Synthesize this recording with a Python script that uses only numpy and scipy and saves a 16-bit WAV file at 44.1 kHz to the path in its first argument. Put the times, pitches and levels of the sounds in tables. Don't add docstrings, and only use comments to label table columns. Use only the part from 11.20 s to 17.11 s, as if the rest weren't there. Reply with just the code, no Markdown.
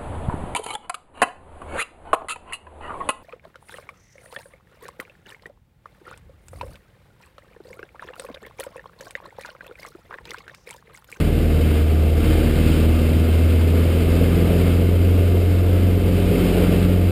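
import sys
import numpy as np
from scipy import signal
from scipy.fft import rfft, irfft
from scipy.io import wavfile

SR = 44100
rng = np.random.default_rng(int(sys.argv[2]) if len(sys.argv) > 2 else 0)


def store_pcm(level_fs):
    pcm = np.round(np.clip(level_fs, -1, 1) * 32767).astype(np.int16)
    wavfile.write(sys.argv[1], SR, np.atleast_2d(pcm).T)


N = 260631
TIME = np.arange(N) / SR
BIN_HZ = np.maximum(np.arange(N // 2 + 1) * SR / N, 1)


def from_db(db):
    return 10 ** (np.asarray(db) / 20)

def unit_rms(x):
    return x / np.sqrt(np.mean(x ** 2) + 1e-20)

def envelope(points):
    return np.interp(TIME, *np.transpose(points))

def equalise(x, gain):
    return irfft(rfft(x) * gain, N)

def noise(gain):
    return unit_rms(equalise(rng.standard_normal(N), gain))

def band_noise(eq):
    hz, db = np.transpose(eq)
    skirts = np.minimum(1, BIN_HZ / hz[0]) * np.minimum(1, hz[-1] / BIN_HZ)
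    return noise(from_db(np.interp(np.log(BIN_HZ), np.log(hz), db)) * skirts ** 4)

def bell(hz, centre_hz, width_hz):
    return 1 / (1 + (2 * (hz - centre_hz) / width_hz) ** 2)

def drift(rate_hz):
    hz = np.arange(2049) / 8
    slow = irfft(rfft(rng.standard_normal(4096)) / (1 + (hz / rate_hz) ** 2))
    return np.interp(TIME, np.arange(4096) / 512, unit_rms(slow))

def throb(turns, blade_depth, cycle_depth):
    cycle = np.cos(np.pi * turns) + 0.61 * np.cos(2 * np.pi * turns)
    return 1 + blade_depth * np.cos(2 * np.pi * 2 * turns) + cycle_depth * cycle


# f/Hz, level/dB
COWLING_EQ = [(500, -10), (600, -8), (690, -2.5), (760, -1), (850, -6), (1000, -27)]
def cowling_clatter(turns, revs):
    gain = from_db(-46.5 - 9.5 * revs)
    return gain * band_noise(COWLING_EQ) * throb(turns, blade_depth=0.2, cycle_depth=0.088)

# t/s, level/dB
AIRFLOW = [(0, -33), (0.06, -38.0), (0.56, -36), (0.62, -38.5), (0.95, -39.5), (1.05, -34), (1.4, -35.5),
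           (1.5, -32.5), (1.68, -36.5), (1.75, -36), (2.45, -37.5), (2.9, -35.5), (3.5, -36), (3.75, -39),
           (4.9, -38.6), (5.22, -33), (5.62, -34.5), (5.68, -37.0), (5.91, -39.1)]
def gusts(usual_flow_db):
    return envelope(AIRFLOW) - usual_flow_db

# f/Hz, level/dB
HISS_EQ = [(600, -2.5), (1000, -3), (1210, 1), (1550, 0.5), (1900, -3.5), (2130, -1), (2400, 0.5),
           (2750, 0), (3150, -2.5), (3550, -6), (3950, -7), (4250, -11.5), (4700, -9), (5600, -14.5)]
# f/Hz, width/Hz, level/dB
PANEL_MODES = [(1195, 65, -16), (1640, 45, -28), (2127, 120, -11.5), (2644, 16, -15.5), (3078, 56, -16),
               (4670, 70, -29)]
def gap_hiss(turns, gust_db):
    rings = sum(from_db(db) * noise(bell(BIN_HZ, hz, width)) for hz, width, db in PANEL_MODES)
    gain = from_db(-36.5 + gust_db + 0.75 * drift(24))
    return gain * (band_noise(HISS_EQ) + rings) * throb(turns, blade_depth=0.022, cycle_depth=0.023)

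# f/Hz, level/dB
RUMBLE_EQ = [(15, -8), (25, -18), (35, -23), (48, -14), (58, 2), (80, -0.5), (100, 2), (125, -7), (150, -2)]
def skin_rumble(gust_db):
    return from_db(-28.5 + 1.4 * gust_db + 1.5 * drift(3.7)) * band_noise(RUMBLE_EQ)

# f/Hz, level/dB
BUFFET_EQ = [(110, -18), (138, -2), (160, -1), (205, 2.5), (250, -0.5), (295, 2.5), (330, -3.5), (390, -19)]
def cabin_buffet(gust_db, revs):
    return from_db(-29 + 1.13 * gust_db + 1.4 * revs) * band_noise(BUFFET_EQ)

# f/Hz, level/dB
ROAR_EQ = [(280, -26), (345, -1.5), (380, 2.5), (470, -0.5), (550, -4.5), (620, -10.5), (700, -12),
           (770, -18), (900, -21.5), (1300, -36.5)]
# t/s, level/dB
ROAR_RIDE = [(0, -29), (0.85, -32), (1.15, -28), (1.75, -28.6), (2.4, -28.5), (3.35, -24), (3.8, -28),
             (4.85, -29), (5.42, -22), (5.91, -29)]
def canopy_roar(turns, trim_db):
    gain = from_db(envelope(ROAR_RIDE) + trim_db + 1.06 * drift(12))
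    return gain * band_noise(ROAR_EQ) * throb(turns, blade_depth=0.04, cycle_depth=0.036)

# multiple of crank speed, low-rev level/dB, high-rev level/dB
EXHAUST_PARTIALS = [(1.5, -36, -36.5), (2.5, -38, -39.5), (3, -35, -38.5), (3.5, -30.5, -51.5),
                    (4.5, -37.5, -35), (5, -41.5, -42), (5.5, -45, -40), (6.5, -37.5, -35), (7, -44.5, -36),
                    (7.5, -42, -37.5), (8.5, -39, -45), (9, -54, -41.5), (9.5, -45, -39),
                    (10, -48.5, -42.5), (10.5, -63, -52), (11, -46.5, -43.5), (11.5, -44.5, -39),
                    (12, -34, -51.5), (13, -51, -42), (13.5, -43.5, -78), (14, -42, -66), (14.5, -61, -89),
                    (15, -55, -47.5), (15.5, -44, -46), (16, -57, -48), (17, -46, -78), (17.5, -43, -61),
                    (18.5, -48, -83)]
def exhaust(turns, revs, trim_db, waver):
    beat = 0
    for order, low_rev_db, high_rev_db in EXHAUST_PARTIALS:
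        phase = 2 * np.pi * (order * turns + rng.random()) + waver * drift(6.5)
        gain = from_db(low_rev_db + (high_rev_db - low_rev_db) * revs)
        beat += gain * (1 + waver * drift(6.6)) * np.cos(phase)
    return np.sqrt(2) * from_db(trim_db) * beat

# t/s, level/dB
SHAKE_RIDE = [(0, -23.5), (0.3, -23.0), (0.55, -34), (0.85, -33.6), (1.08, -22), (1.8, -27.1), (2.05, -36),
              (2.6, -36.5), (2.95, -26.2), (4.1, -31.8), (5.3, -24.5), (5.91, -28)]
BLADE_RIDE = [(0, -21.5), (0.3, -17.5), (0.85, -15.5), (1.4, -20), (1.65, -16.5), (2.4, -14.8), (3.25, -18),
              (3.8, -14.5), (4.6, -15.5), (5.1, -18.5), (5.25, -26.5), (5.4, -21), (5.91, -16)]
OCTAVE_RIDE = [(0, -24.5), (0.45, -30.5), (0.6, -40), (1.15, -32), (1.5, -25.5), (2.35, -37.1), (3.25, -22),
               (4, -33.5), (4.8, -28), (5.25, -21.4), (5.7, -20.5), (5.91, -30.5)]
# multiple of crank speed, base level/dB, swell/(dB per dB of gust)
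OVERTONES = [(6, -33.5, 1), (8, -38, 1.3)]
# f/Hz, width/Hz, boost/dB
CABIN_MODES = [(240.2, 7.8, 8.5), (255.3, 12.5, 4), (314.3, 12, 8)]
def propeller_drone(turns, speed, gust_db):
    partials = []
    for order, ride, trim_db in (1, SHAKE_RIDE, 0.3), (2, BLADE_RIDE, 0.05), (4, OCTAVE_RIDE, 0.73):
        partials.append((order, envelope(ride) + trim_db + 0.37 * drift(1.8)))
    for order, base_db, swell in OVERTONES:
        lift_db = sum(boost * bell(order * speed, hz, width) for hz, width, boost in CABIN_MODES)
        partials.append((order, base_db + lift_db + swell * gust_db + 2.0 * drift(3.7)))
    return -np.sqrt(2) * sum(from_db(db) * np.cos(2 * np.pi * order * turns) for order, db in partials)

def crank(slow_hz, fast_hz, start_s, end_s):
    progress = np.clip((TIME - start_s) / (end_s - start_s), 0, 1)
    revs = np.sin(np.pi / 2 * progress) ** 2
    speed = slow_hz + (fast_hz - slow_hz) * revs
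    turns = np.cumsum(speed * (1 + 0.00053 * drift(5.9))) / SR
    return turns, speed, revs


def scene():
    turns, speed, revs = crank(slow_hz=38.75, fast_hz=44.7, start_s=0.47, end_s=5.1)
    gust_db = gusts(usual_flow_db=-36.5)
    engine = propeller_drone(turns, speed, gust_db)
    engine += exhaust(turns, revs, trim_db=-1.24, waver=0.31)
    engine += cowling_clatter(turns, revs)
    air = skin_rumble(gust_db) + cabin_buffet(gust_db, revs)
    air += canopy_roar(turns, trim_db=-0.56) + gap_hiss(turns, gust_db)
    return (engine + air)[None]

def sample_and_hold(x, rate_hz, edge_hz, floor_db):
    hiss = from_db(floor_db) * noise(BIN_HZ < rate_hz / 2)
    band = equalise(x, 1 / np.sqrt(1 + (BIN_HZ / edge_hz) ** 36)) + hiss
    steps = np.diff(band, prepend=band[:, :1])
    mirrored = steps * 2 * np.cos(2 * np.pi * rate_hz * TIME)
    sizzle = signal.lfilter([1], [1, -0.6], mirrored)
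    return band + from_db(-1.76) * sizzle

def record(dry):
    fades = np.minimum(1, np.minimum(TIME, TIME[::-1]) / 0.002)
    held = sample_and_hold(dry * fades, rate_hz=12000, edge_hz=5345, floor_db=-60)
    high_cut = signal.ellip(12, 0.1, 90, 15350, fs=SR, output="sos")
    return signal.sosfilt(high_cut, held)


dry = scene()
out = record(dry)
store_pcm(out)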